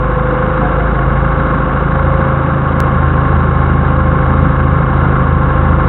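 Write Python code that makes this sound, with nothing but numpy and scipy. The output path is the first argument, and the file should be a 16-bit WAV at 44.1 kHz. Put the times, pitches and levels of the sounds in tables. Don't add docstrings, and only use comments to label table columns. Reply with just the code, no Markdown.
import sys
import numpy as np
from scipy import signal
from scipy.fft import rfft, irfft
from scipy.io import wavfile
from scipy.ndimage import uniform_filter1d

SR = 44100
rng = np.random.default_rng(int(sys.argv[2]) if len(sys.argv) > 2 else 0)


def file_out(sig):
    cols = np.atleast_2d(sig).T
    lim = np.clip(cols, -1, 1)
    pcm = np.round(lim * 32767).astype(np.int16)
    wavfile.write(sys.argv[1], SR, pcm)


N = 259308
TIME = np.arange(N) / SR

# (time [s], speed [turns/s])
CRANK_SPEED = [(0, 26.01), (0.3, 26.03), (0.8, 26.71), (1.25, 27.1), (1.65, 26.66), (2.07, 27.32),
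               (2.35, 27.08), (2.67, 27.24), (2.9, 26.62), (3.4, 26.7), (4.1, 26.61), (4.45, 26.74),
               (5.05, 26.54), (5.6, 26.68), (5.88, 26.49)]
# (time [s], order 2 level [dB], order 3 level [dB], order 5 level [dB])
BOOM_LEVELS = [(0.0, -16, -40, -19), (0.45, -20.5, -30.2, -20), (0.8, -15.4, -29.5, -19.5),
               (1.15, -14, -21.5, -17), (1.6, -19, -31.5, -20.5), (2.05, -17.5, -16.5, -15),
               (2.45, -27, -22, -16.5), (3.05, -19.3, -14.5, -15), (4.4, -18, -15.8, -15.5),
               (5.0, -20, -18, -15.5), (5.88, -15.5, -14, -16)]
# (crank order, side [-1 below, 1 above], relative level [dB], swell delay [s])
BEAT_TONES = [(3, 1, -22.5, 0), (3, -1, -28, -.04), (6, 1, -26, .08), (6, -1, -25.5, .09),
              (8, 1, -32, -.03), (8, -1, -33, -.03)]
# (time [s], clatter level [dB], rumble level [dB], hum gain [dB])
LOAD_LEVELS = [(0, -19, -20.5, -4.5), (.7, -18, -19, -6.5), (1.5, -18.5, -19, -3), (2.4, -18.5, -20, -2.5),
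               (2.9, -18.5, -19.5, -0.5), (4.2, -19, -19, -1), (5.88, -18.5, -18.5, -0.5)]
# (crank order, relative
# level [dB])
HUM_ORDERS = [(1, -31), (4, -31.5), (8, -33.5), (10, -27.5), (12, -34), (29, -40.5), (30, -34.5), (43, -35),
              (80, -50)]
# (position [turns], half-width [turns], relative level [dB])
IMPACTS = [(.4, 0.11, -10), (0.652, .12, -7)]
# (frequency [Hz], relative level [dB])
BLOCK_SPECTRUM = [(200, -21), (400, -11.5), (500, 1.5), (650, -6.5), (820, -2), (950, -3), (1110, 0),
                  (1420, -0.5), (1720, -6), (1860, -17), (2170, -13), (2400, -24), (2800, -23),
                  (3300, -29.5)]
# (frequency [Hz], bandwidth [Hz], gain [dB])
COVER_MODES = [(794, 20, 2), (1086, 63, 6), (1135, 34, 0.5), (1373, 59, 3), (2800, 90, 3.5)]
# (frequency [Hz], relative level [dB])
RUMBLE_SPECTRUM = [(20, -28), (40, -22), (62, -1), (76, -1), (105, -10), (140, -4), (175, -2), (205, -3),
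                   (245, -9), (330, -6), (430, -11), (700, -28.5), (1500, -50.5)]
# (time [s], level [dB])
CAM_LEVELS = [(0.0, -24), (0.3, -19.5), (0.8, -24), (1.0, -29.5), (1.3, -25), (1.65, -27), (2.2, -22.5),
              (2.8, -30.5), (3.75, -33), (4.0, -25), (5.0, -30.5), (5.88, -26.5)]
# (centre time [s], duration [s], start frequency [Hz], end frequency [Hz], level [dB])
MAST_SQUEAKS = [(.657, .09, 722, 732, -22), (.645, .08, 985, 1010, -25), (.825, .11, 715, 675, -27),
                (1.005, .11, 712, 704, -27), (1.7, .1, 760, 720, -30)]
# (time [s], peak level before filtering [dB])
CLICK_PULSES = [(2.8035, -4)]


def exhaust_boom(turns, sixth_db=-25):
    second_db, third_db, fifth_db = curves(BOOM_LEVELS)
    orders = [(2, second_db), (3, third_db), (5, fifth_db), (6, sixth_db)]
    return -np.sqrt(2) * sum(amp(db) * np.sin(2 * np.pi * order * turns) for order, db in orders)


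def shaft_throb(turns, uneven_db=3.0):
    out = 0
    for order, side, db, delay_s in BEAT_TONES:
        cycles = order * turns + side * slip_cycles(turns, delay_s)
        out -= amp(db + uneven_db * walk(3)) * np.sin(2 * np.pi * cycles)
    return np.sqrt(2) * out * throb_gain()


def slip_cycles(turns, delay_s, beats_per_turn=.116, swell_s=4.05):
    return beats_per_turn * (turns - np.interp(swell_s + delay_s, TIME, turns))


def throb_gain(onset_s=3.06, rise_s=.15, faint_db=-17.25, strong_db=-5.75):
    grown = np.clip((TIME - onset_s) / rise_s + .5, 0, 1)
    return amp(faint_db + (strong_db - faint_db) * grown)


def block_clatter(turns, repeating_share=.45, force_floor=.84, scatter_db=2.0):
    cycle = irfft(np.exp(2j * np.pi * rng.random(1025)))
    loose_turns = turns + .0025 * walk(50)
    periodic = np.interp(loose_turns / 2 % 1, np.linspace(0, 1, len(cycle)), cycle)
    rattle = np.sqrt(repeating_share) * steel_response(periodic)
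    rattle += np.sqrt(1 - repeating_share) * steel_response(rng.standard_normal(N))
    force = force_floor
    for position, width, db in IMPACTS:
        count, phase = np.divmod(turns - position + .5, 1)
        strength = amp(db + scatter_db * rng.standard_normal(256))[count.astype(int)]
        force += strength * np.exp(-((phase - .5) / width) ** 2)
    return unit(rattle * force)


def steel_response(excitation):
    freqs = np.fft.rfftfreq(N, 1 / SR)
    modes_db = sum(db / (1 + (2 * (freqs - hz) / width) ** 2) for hz, width, db in COVER_MODES)
    return colour(irfft(rfft(excitation) * amp(modes_db), N), BLOCK_SPECTRUM)


def tyre_rumble(turns, depth=.35, lag_turns=.13):
    shake = 1 + depth * np.cos(4 * np.pi * (turns - lag_turns))
    return unit(colour(rng.standard_normal(N), RUMBLE_SPECTRUM) * shake)


def panel_hum(turns, flutter_db=2):
    return -np.sqrt(2) * sum(amp(db + flutter_db * walk(6)) * np.sin(2 * np.pi * order * turns)
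                             for order, db in HUM_ORDERS)


def gear_whine(turns, load_db, cam_mesh_order=19.5, pump_mesh_order=40):
    cam_db, = curves(CAM_LEVELS)
    pump_db = -26.5 + .85 * load_db
    angle = turns + .0003 * walk(40)
    cam = tone(angle, cam_mesh_order) * (1 + .42 * tone(turns, order=1))
    pump = tone(angle, pump_mesh_order) * (1 + .25 * tone(turns, order=2))
    return amp(cam_db) * cam + amp(pump_db) * pump


def fan_drone(turns, blade_order=6.87, slip_turns=.013):
    angle = turns + slip_turns * walk(5.7)
    return sum(amp(db) * tone(angle, blade_order + side) for side, db in [(-1, -37), (0, -26), (1, -33)])


def mast_squeaks(waver_hz=4):
    out = np.zeros(N)
    for centre_s, duration_s, start_hz, end_hz, db in MAST_SQUEAKS:
        progress = np.clip((TIME - centre_s) / duration_s + .5, 0, 1)
        hz = start_hz + (end_hz - start_hz) * progress + waver_hz * walk(90)
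        envelope = amp(db) * np.sin(np.pi * progress)
        out += envelope * np.sqrt(2) * np.sin(2 * np.pi * np.cumsum(hz) / SR)
    return out


def click(decay_s=.00028):
    return sum(-amp(db) * (TIME >= s) * np.exp(-np.abs(TIME - s) / decay_s) for s, db in CLICK_PULSES)


def amp(db):
    return 10 ** (np.asarray(db) / 20)


def unit(x):
    return x / np.sqrt(np.mean(x ** 2))


def curves(table):
    times, *columns = np.transpose(table)
    return [np.interp(TIME, times, column) for column in columns]


def colour(x, spectrum):
    hz, db = np.transpose(spectrum)
    freqs = np.fft.rfftfreq(N, 1 / SR)
    gain = amp(np.interp(np.log(freqs + 1), np.log(hz), db))
    return unit(irfft(rfft(x) * gain, N))


def walk(rate_hz):
    hold = max(int(SR / rate_hz), 2)
    steps = rng.standard_normal(4096)[(np.arange(N) // hold) % 4096]
    return unit(uniform_filter1d(uniform_filter1d(steps, hold), hold))


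def tone(turns, order):
    return np.sqrt(2) * np.sin(2 * np.pi * (order * turns + rng.random()))


def scene(start_turn=.525, jolt_db=.52):
    speed, = curves(CRANK_SPEED)
    turns = start_turn + np.cumsum(speed * (1 + .0008 * walk(14))) / SR
    clatter_db, rumble_db, hum_db = curves(LOAD_LEVELS)
    heave_db = 2 * throb_gain() * np.cos(2 * np.pi * slip_cycles(turns, delay_s=.06))
    tones = exhaust_boom(turns) + shaft_throb(turns) + gear_whine(turns, hum_db)
    tones += amp(hum_db) * (panel_hum(turns) + fan_drone(turns))
    noises = amp(clatter_db) * block_clatter(turns) + amp(rumble_db + heave_db) * tyre_rumble(turns)
    return (tones + amp(jolt_db * walk(11)) * noises + mast_squeaks())[None]


def record(dry, band_hz=3850, top_hz=15850):
    overloaded = np.clip(dry, -.995, .995)
    narrow = signal.sosfiltfilt(signal.ellip(10, .05, 70, band_hz, fs=SR, output="sos"), overloaded)
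    clipped = np.clip(narrow + click(), -1, 1)
    return signal.sosfilt(signal.ellip(8, .2, 70, top_hz, fs=SR, output="sos"), clipped)


dry = scene()
out = record(dry)
file_out(out)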